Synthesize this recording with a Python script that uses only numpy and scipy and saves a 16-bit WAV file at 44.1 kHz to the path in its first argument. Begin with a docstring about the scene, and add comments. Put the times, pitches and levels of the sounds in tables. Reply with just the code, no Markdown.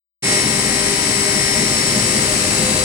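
"""A steady, many-toned whine over hum and rumble cuts in after a brief silence: a pipe extruder, close by.
Its inverter-fed motor sings in sidebands round multiples of the switching frequency and its frame sizzles.
Fans hum, cooling air rushes, other machines add faint tones and the factory hall rumbles.
The microphone tilts upward midway, so single tones swell and fade."""
import sys
import numpy as np
from scipy.fft import rfft, irfft, next_fast_len
from scipy.io import wavfile
from scipy.ndimage import map_coordinates

SR = 44100
rng = np.random.default_rng(int(sys.argv[2]) if len(sys.argv) > 2 else 0)


def wav_out(sig):
    """Save sig, one row per channel (or a flat mono array), as 16-bit PCM at SR to the path in sys.argv[1]."""
    wavfile.write(sys.argv[1], SR, np.round(np.clip(np.atleast_2d(sig).T, -1, 1) * 32767).astype(np.int16))


N = 125244
TIME_S = np.arange(N) / SR
SWITCH_HZ, SUPPLY_HZ = 2000, 35.1

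# cooling air spectrum: (frequency [Hz], density [dB per Hz])
AIR_SPECTRUM = [(150, -99), (450, -59.5), (800, -63), (1650, -61.5), (1950, -59.5), (2500, -61.5),
                (3000, -59.5), (3300, -63.5), (3700, -63.5), (4700, -61), (6500, -61.5), (7500, -61.5),
                (8600, -57.5), (9050, -62.5), (10100, -61.5), (11300, -76.5), (12100, -76), (13000, -85),
                (14800, -74.5), (16000, -78)]
# interchannel phase: (frequency [Hz], right lead [rad])
RIGHT_LEAD = [(100, .08), (500, 0.38), (770, 0.32), (1100, 1.56), (2100, 4.7)]


def amp(db):
    """Decibels to gain."""
    return 10 ** (np.asarray(db) / 20)


def along(points, hz):
    """(frequency [Hz], value) points read on a log axis."""
    knots_hz, values = np.transpose(points)
    return np.interp(np.log(hz + 1), np.log(knots_hz + 1), values)


def curves(rows):
    """One value per sample for each column after the time."""
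    knots_s, *columns = np.transpose(rows)
    return [np.interp(TIME_S, knots_s, column) for column in columns]


def wobble(rate_hz):
    """Smooth random curve, rate_hz knots a second."""
    knots = rng.standard_normal(1024)
    coarse = np.arange(0, N + 64, 64)
    spline = map_coordinates(knots, [coarse * rate_hz / SR + 2], mode="mirror")
    return np.interp(np.arange(N), coarse, spline)


def pan(db):
    """Channel gains of unit mean power; pan is left minus right [dB]."""
    gains = amp(np.array([np.atleast_1d(db), -np.atleast_1d(db)]) / 2)
    return gains / np.sqrt(np.mean(gains ** 2, axis=0))


def tilt():
    """Upward microphone tilt, 0 to 1."""
    span_s = (1.6, 1.77)  # (start [s], end [s])
    return np.interp(TIME_S, span_s, (0, 1))


def tone(hz, db, pan_db, sway_db, jitter_rad, jitter_hz, start_rad=None):
    """Machine tone after the hall: level and phase wander, channels out of step."""
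    diffuse = start_rad is None and hz > 1500  # either channel may lead
    start_rad = 2 * np.pi * rng.random() if start_rad is None else start_rad
    phase = 2 * np.pi * hz * TIME_S + start_rad + jitter_rad * wobble(jitter_hz)
    skew = -min(along(RIGHT_LEAD, hz), np.pi / 2) / 2
    skew *= rng.choice([-1, 1]) if diffuse else 1
    level = np.sqrt(2) * amp(db + sway_db * wobble(4.17))
    return level * pan(pan_db) * np.sin([phase + skew, phase - skew])


def rush(spectrum):
    """Stereo noise of the given density, nearly mono in the bass."""
    coherence = [(200, 0.98), (380, 0.89), (750, 0.25), (1100, 0.46), (2100, 0.44), (3000, .03)]  # (frequency [Hz], left-right coherence [0..1])
    balance = [(100, 1.5), (400, 1.5), (1000, 5), (2000, 8), (3200, 3.5), (6000, 3.5), (8000, 2),
               (10000, 11), (12000, 11.5)]  # (frequency [Hz], pan [dB])
    size = next_fast_len(N + 8192)
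    hz = np.fft.rfftfreq(size, 1 / SR)
    width_rad = np.arccos(np.clip(along(coherence, hz), -1, 1)) / 2
    mid, side = rfft(rng.standard_normal((2, size))) * [np.cos(width_rad), np.sin(width_rad)]
    lead = np.exp(.5j * along(RIGHT_LEAD, hz))
    stereo = np.array([(mid + side) / lead, (mid - side) * lead]) * pan(along(balance, hz))
    return irfft(stereo * amp(along(spectrum, hz)), size)[:, :N] * np.sqrt(SR / 2)


def inverter():
    """Switching sidebands, buzzing at twice the supply rate when in step, plus one plain tone."""
    clusters = [(1, -5), (2, -4), (3, -3), (4, -6)]  # (centre [x switching rate], lowest sideband [x supply rate])
    levels_db = [
        [-40, -33, -34, -44, -37.5, -30.5, -44],
        [-47, -44, -46, -44, -49],
        [-38.5, -44, -41, -43, -38.5],
        [-45, -42, -37, -31, -29.5, -48, -48, -39],
    ]  # per cluster: sideband levels [dB], low to high
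    tilts_db = [
        [-1, -4.5, -5, -6, 4, -6, 2],
        [0, -3, 0, -2, 0],
        [-6, -3, 1, -3, -2],
        [0, 0, 5, -6, -7, 0, 0, 3],
    ]  # per cluster: sideband changes at full tilt [dB]
    pans_db = [8, 3.3, 1.5, 21]  # per cluster: pan [dB]
    scatters_rad = [.75, 2.5, 2.5, 1.6]  # per cluster: start phase spread [rad]
    recession = [(1.4, 0), (2.25, -1), (2.8, -4)]  # lowest cluster: (time [s], gain [dB])
    ring = [(.3, -36.5), (2.2, -40), (2.45, -43), (2.65, -33), (2.84, -33)]  # plain tone: (time [s], level [dB])
    (recession_db,), (ring_db,) = curves(recession), curves(ring)
    out, up = np.zeros((2, N)), tilt()
    for i, (multiple, lowest) in enumerate(clusters):
        for k, (db, tilt_db) in enumerate(zip(levels_db[i], tilts_db[i])):
            hz = multiple * SWITCH_HZ + (lowest + 2 * k) * SUPPLY_HZ
            level_db = db + tilt_db * up + recession_db * (multiple == 1)
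            out += tone(hz, level_db, pans_db[i], sway_db=1.2, jitter_rad=.25, jitter_hz=12,
                        start_rad=scatters_rad[i] * rng.normal())
    return out + tone(2 * SWITCH_HZ, ring_db, pan_db=-1, sway_db=1, jitter_rad=.17, jitter_hz=7.3)


def second_drive(carrier_hz=9999.5, step_hz=42.8, carrier_db=-32, sideband_db=-38.5, tilt_db=-1.5):
    """High switching carrier with one sideband on each side."""
    out = np.zeros((2, N))
    for k in (-1, 0, 1):
        db = (sideband_db if k else carrier_db) + tilt_db * tilt()
        out += tone(carrier_hz + k * step_hz, db, pan_db=20, sway_db=.8, jitter_rad=.3, jitter_hz=25)
    return out


def motor(whistle_hz=5386, shaft_hz=21.5, flutter_depth=.2):
    """Magnetic slot and frame tones; the strongest whistle carries sidebands at the shaft rate."""
    slot_tones = [(2437, -39.5, 5, -7), (2521, -43.5, 7, -3), (2661, -38.5, 9, 1), (3046, -40, 9, -6),
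                  (3655, -43.5, 4, -4), (4135, -44, 6, -2), (4264, -39.5, 10, 1), (4614, -39.5, 9, 4),
                  (4696, -47, 10, 8), (4766, -44, 10, 5), (4839, -48, 6, 6), (4871, -34.5, 6, -9),
                  (5129, -46, 3, -1), (5520, -43, 5, -4), (5654, -41, 7, -2), (6661, -44, 6, 0),
                  (6872, -41, 9, 3), (7303, -44, 6, -2), (7910, -41, 3, 0), (8090, -38, 7, -2),
                  (8696, -35, 3, -3), (8766, -41, 5, 2), (8792, -45, 7, -2), (9731, -44, 12, -6),
                  (9743, -40, 11, -4), (9774, -44, 9, -4), (10257, -42, 10, -1)]  # (frequency [Hz], level [dB], pan [dB], change at full tilt [dB])
    whistle = [(.3, -28, 6), (1.15, -27, 6), (1.5, -24.3, 1), (1.68, -26, 0), (1.87, -25, -1),
               (2.08, -28.5, -3), (2.2, -29.5, -2), (2.4, -29.5, 1), (2.6, -32.5, 4), (2.8, -37, 7)]  # (time [s], level [dB], pan [dB])
    out, up = np.zeros((2, N)), tilt()
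    for hz, db, pan_db, tilt_db in slot_tones:
        out += tone(hz, db + tilt_db * up, pan_db, sway_db=1.2, jitter_rad=.32, jitter_hz=6.17)
    db, pan_db = curves(whistle)
    shaft_rad = 2 * np.pi * shaft_hz * TIME_S
    flutter = 1 + flutter_depth * (np.cos(shaft_rad) + np.cos(2 * shaft_rad))
    return out + flutter * tone(whistle_hz, db, pan_db, sway_db=.7, jitter_rad=.25, jitter_hz=14)


def blower(hz=514):
    """Overhead blower tone; dips, then grows as the microphone tilts up."""
    course = [(.3, -40, 6), (.7, -38, 9), (1.2, -48, 3), (1.9, -36.5, -3), (2.5, -36.5, 3), (2.8, -31, 1)]  # (time [s], level [dB], pan [dB])
    db, pan_db = curves(course)
    return tone(hz, db + 2.2 * wobble(16), pan_db, sway_db=.8, jitter_rad=.35, jitter_hz=14)


def fans(throb_hz=611, throb_sigma_s=.022):
    """Unsteady blade and gear tones, plus a hum that throbs unevenly."""
    blade_tones = [(279, -38, 4, 1), (300, -39, 5, -3), (348, -43, 2, 4), (398, -30.5, 4, -3.5),
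                   (608.4, -41.5, 4, 1), (619.3, -44, 4, 1), (767, -42, 8, -3), (796, -42.5, 9, -3),
                   (815, -45, 5, -3), (974, -39, 9, -4), (1030, -42, 6, -3), (1103, -44, 8, -2),
                   (1218, -43, 4, 3), (1246, -44, 6, -3), (1304, -44, 9, -4), (1543, -44, 11, -4),
                   (1592, -44, 9, -1)]  # (frequency [Hz], level [dB], pan [dB], change at full tilt [dB])
    throbs = [(.35, -32), (.82, -32.5), (1.1, -33.5), (1.28, -30.5), (1.38, -31), (1.57, -34), (1.74, -30),
              (1.96, -33), (2.31, -28), (2.47, -28.5), (2.76, -30.5)]  # (time [s], peak level [dB])
    out, up = np.zeros((2, N)), tilt()
    for hz, db, pan_db, tilt_db in blade_tones:
        level_db = db + tilt_db * up + 1.8 * wobble(14)
        out += tone(hz, level_db, pan_db, sway_db=.8, jitter_rad=.36, jitter_hz=12)
    swell = sum(amp(db) * np.exp(-.5 * ((TIME_S - s) / throb_sigma_s) ** 2) for s, db in throbs)
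    return out + swell * tone(throb_hz, 0, pan_db=4, sway_db=-2.5, jitter_rad=1, jitter_hz=14)


def other_machines(count=150, over_air_db=9, spread_db=5.5):
    """Faint mid and treble tones, levels set relative to the cooling air's density."""
    tones = zip(rng.uniform(1200, 10800, count), rng.normal(over_air_db, spread_db, count))
    return sum(tone(hz, db + along(AIR_SPECTRUM, hz), pan_db=0, sway_db=1.5, jitter_rad=.5, jitter_hz=6)
               for hz, db in tones)


def hall_rumble(surge_sigma_s=.023):
    """Low hall noise with brief surges, over a deeper band that slowly grows."""
    rumble_spectrum = [(70, -72), (130, -45), (170, -51), (210, -44), (250, -51), (380, -55), (550, -62),
                       (900, -68.5), (2000, -120)]  # (frequency [Hz], density [dB per Hz])
    deep_spectrum = [(28, -86), (44, -52.5), (58, -56.5), (105, -52.5), (170, -88.5)]  # (frequency [Hz], density [dB per Hz])
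    rumble_gain = [(.3, -2), (.85, -1), (1.25, -3), (1.6, -1.5), (2.1, -1), (2.75, 1)]  # (time [s], gain [dB])
    deep_gain = [(.4, -2.5), (1.2, 1), (2.2, 1.5), (2.8, 3)]  # (time [s], gain [dB])
    surges = [(.32, 3.5), (.47, 5), (.71, 2.5), (1.1, 3.5), (1.38, 4.5), (1.62, 6.5), (1.72, 2.5),
              (1.99, 4), (2.18, 4), (2.61, 4)]  # (time [s], peak boost [dB])
    (rumble_db,), (deep_db,) = curves(rumble_gain), curves(deep_gain)
    surge_db = sum(db * np.exp(-.5 * ((TIME_S - s) / surge_sigma_s) ** 2) for s, db in surges)
    return rush(rumble_spectrum) * amp(rumble_db + surge_db) + rush(deep_spectrum) * amp(deep_db)


def supply_pulse(depth):
    """Gain pulsing at twice the supply frequency."""
    return 1 + depth * np.sin(2 * np.pi * 2 * SUPPLY_HZ * TIME_S)


def cooling_air():
    """Broadband air rush, lightly pulsing."""
    return rush(AIR_SPECTRUM) * supply_pulse(depth=.096)


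def frame_sizzle():
    """Motor frame sizzling near 2 and 8 kHz in time with the supply."""
    spectrum = [(1500, -110), (1780, -71.5), (1930, -61), (2150, -63.5), (2400, -64.5), (3000, -110),
                (7000, -100), (7700, -70.5), (7990, -47), (8200, -60.5), (8500, -58.5), (8730, -65),
                (9000, -86), (9800, -110)]  # (frequency [Hz], density [dB per Hz])
    return rush(spectrum) * supply_pulse(depth=.18)


def scene():
    """All machinery at once; overall level and balance drift slightly."""
    drift = [(.23, -0.5, -2.5), (.33, 1.5, -2.5), (.45, -1.5, 1.5), (1.4, -1.5, 2), (2, -0.5, 1.5),
             (2.8, -0.5, 1.5)]  # (time [s], gain [dB], pan [dB])
    db, pan_db = curves(drift)
    tones = inverter() + second_drive() + motor() + blower() + fans() + other_machines()
    noise = hall_rumble() + cooling_air() + frame_sizzle()
    return (tones + noise) * amp(db) * pan(pan_db)


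def record(dry, start_s=.2227, fade_s=.014, cutoff_hz=16000):
    """Silence, a fast fade-in and a brick-wall low-pass."""
    fade = 1 - np.exp(-np.maximum(TIME_S - start_s, 0) / fade_s)
    size = next_fast_len(N + 8192)
    passband = np.fft.rfftfreq(size, 1 / SR) < cutoff_hz
    return irfft(rfft(dry * fade, size) * passband, size)[:, :N]


dry = scene()
out = record(dry)
wav_out(out)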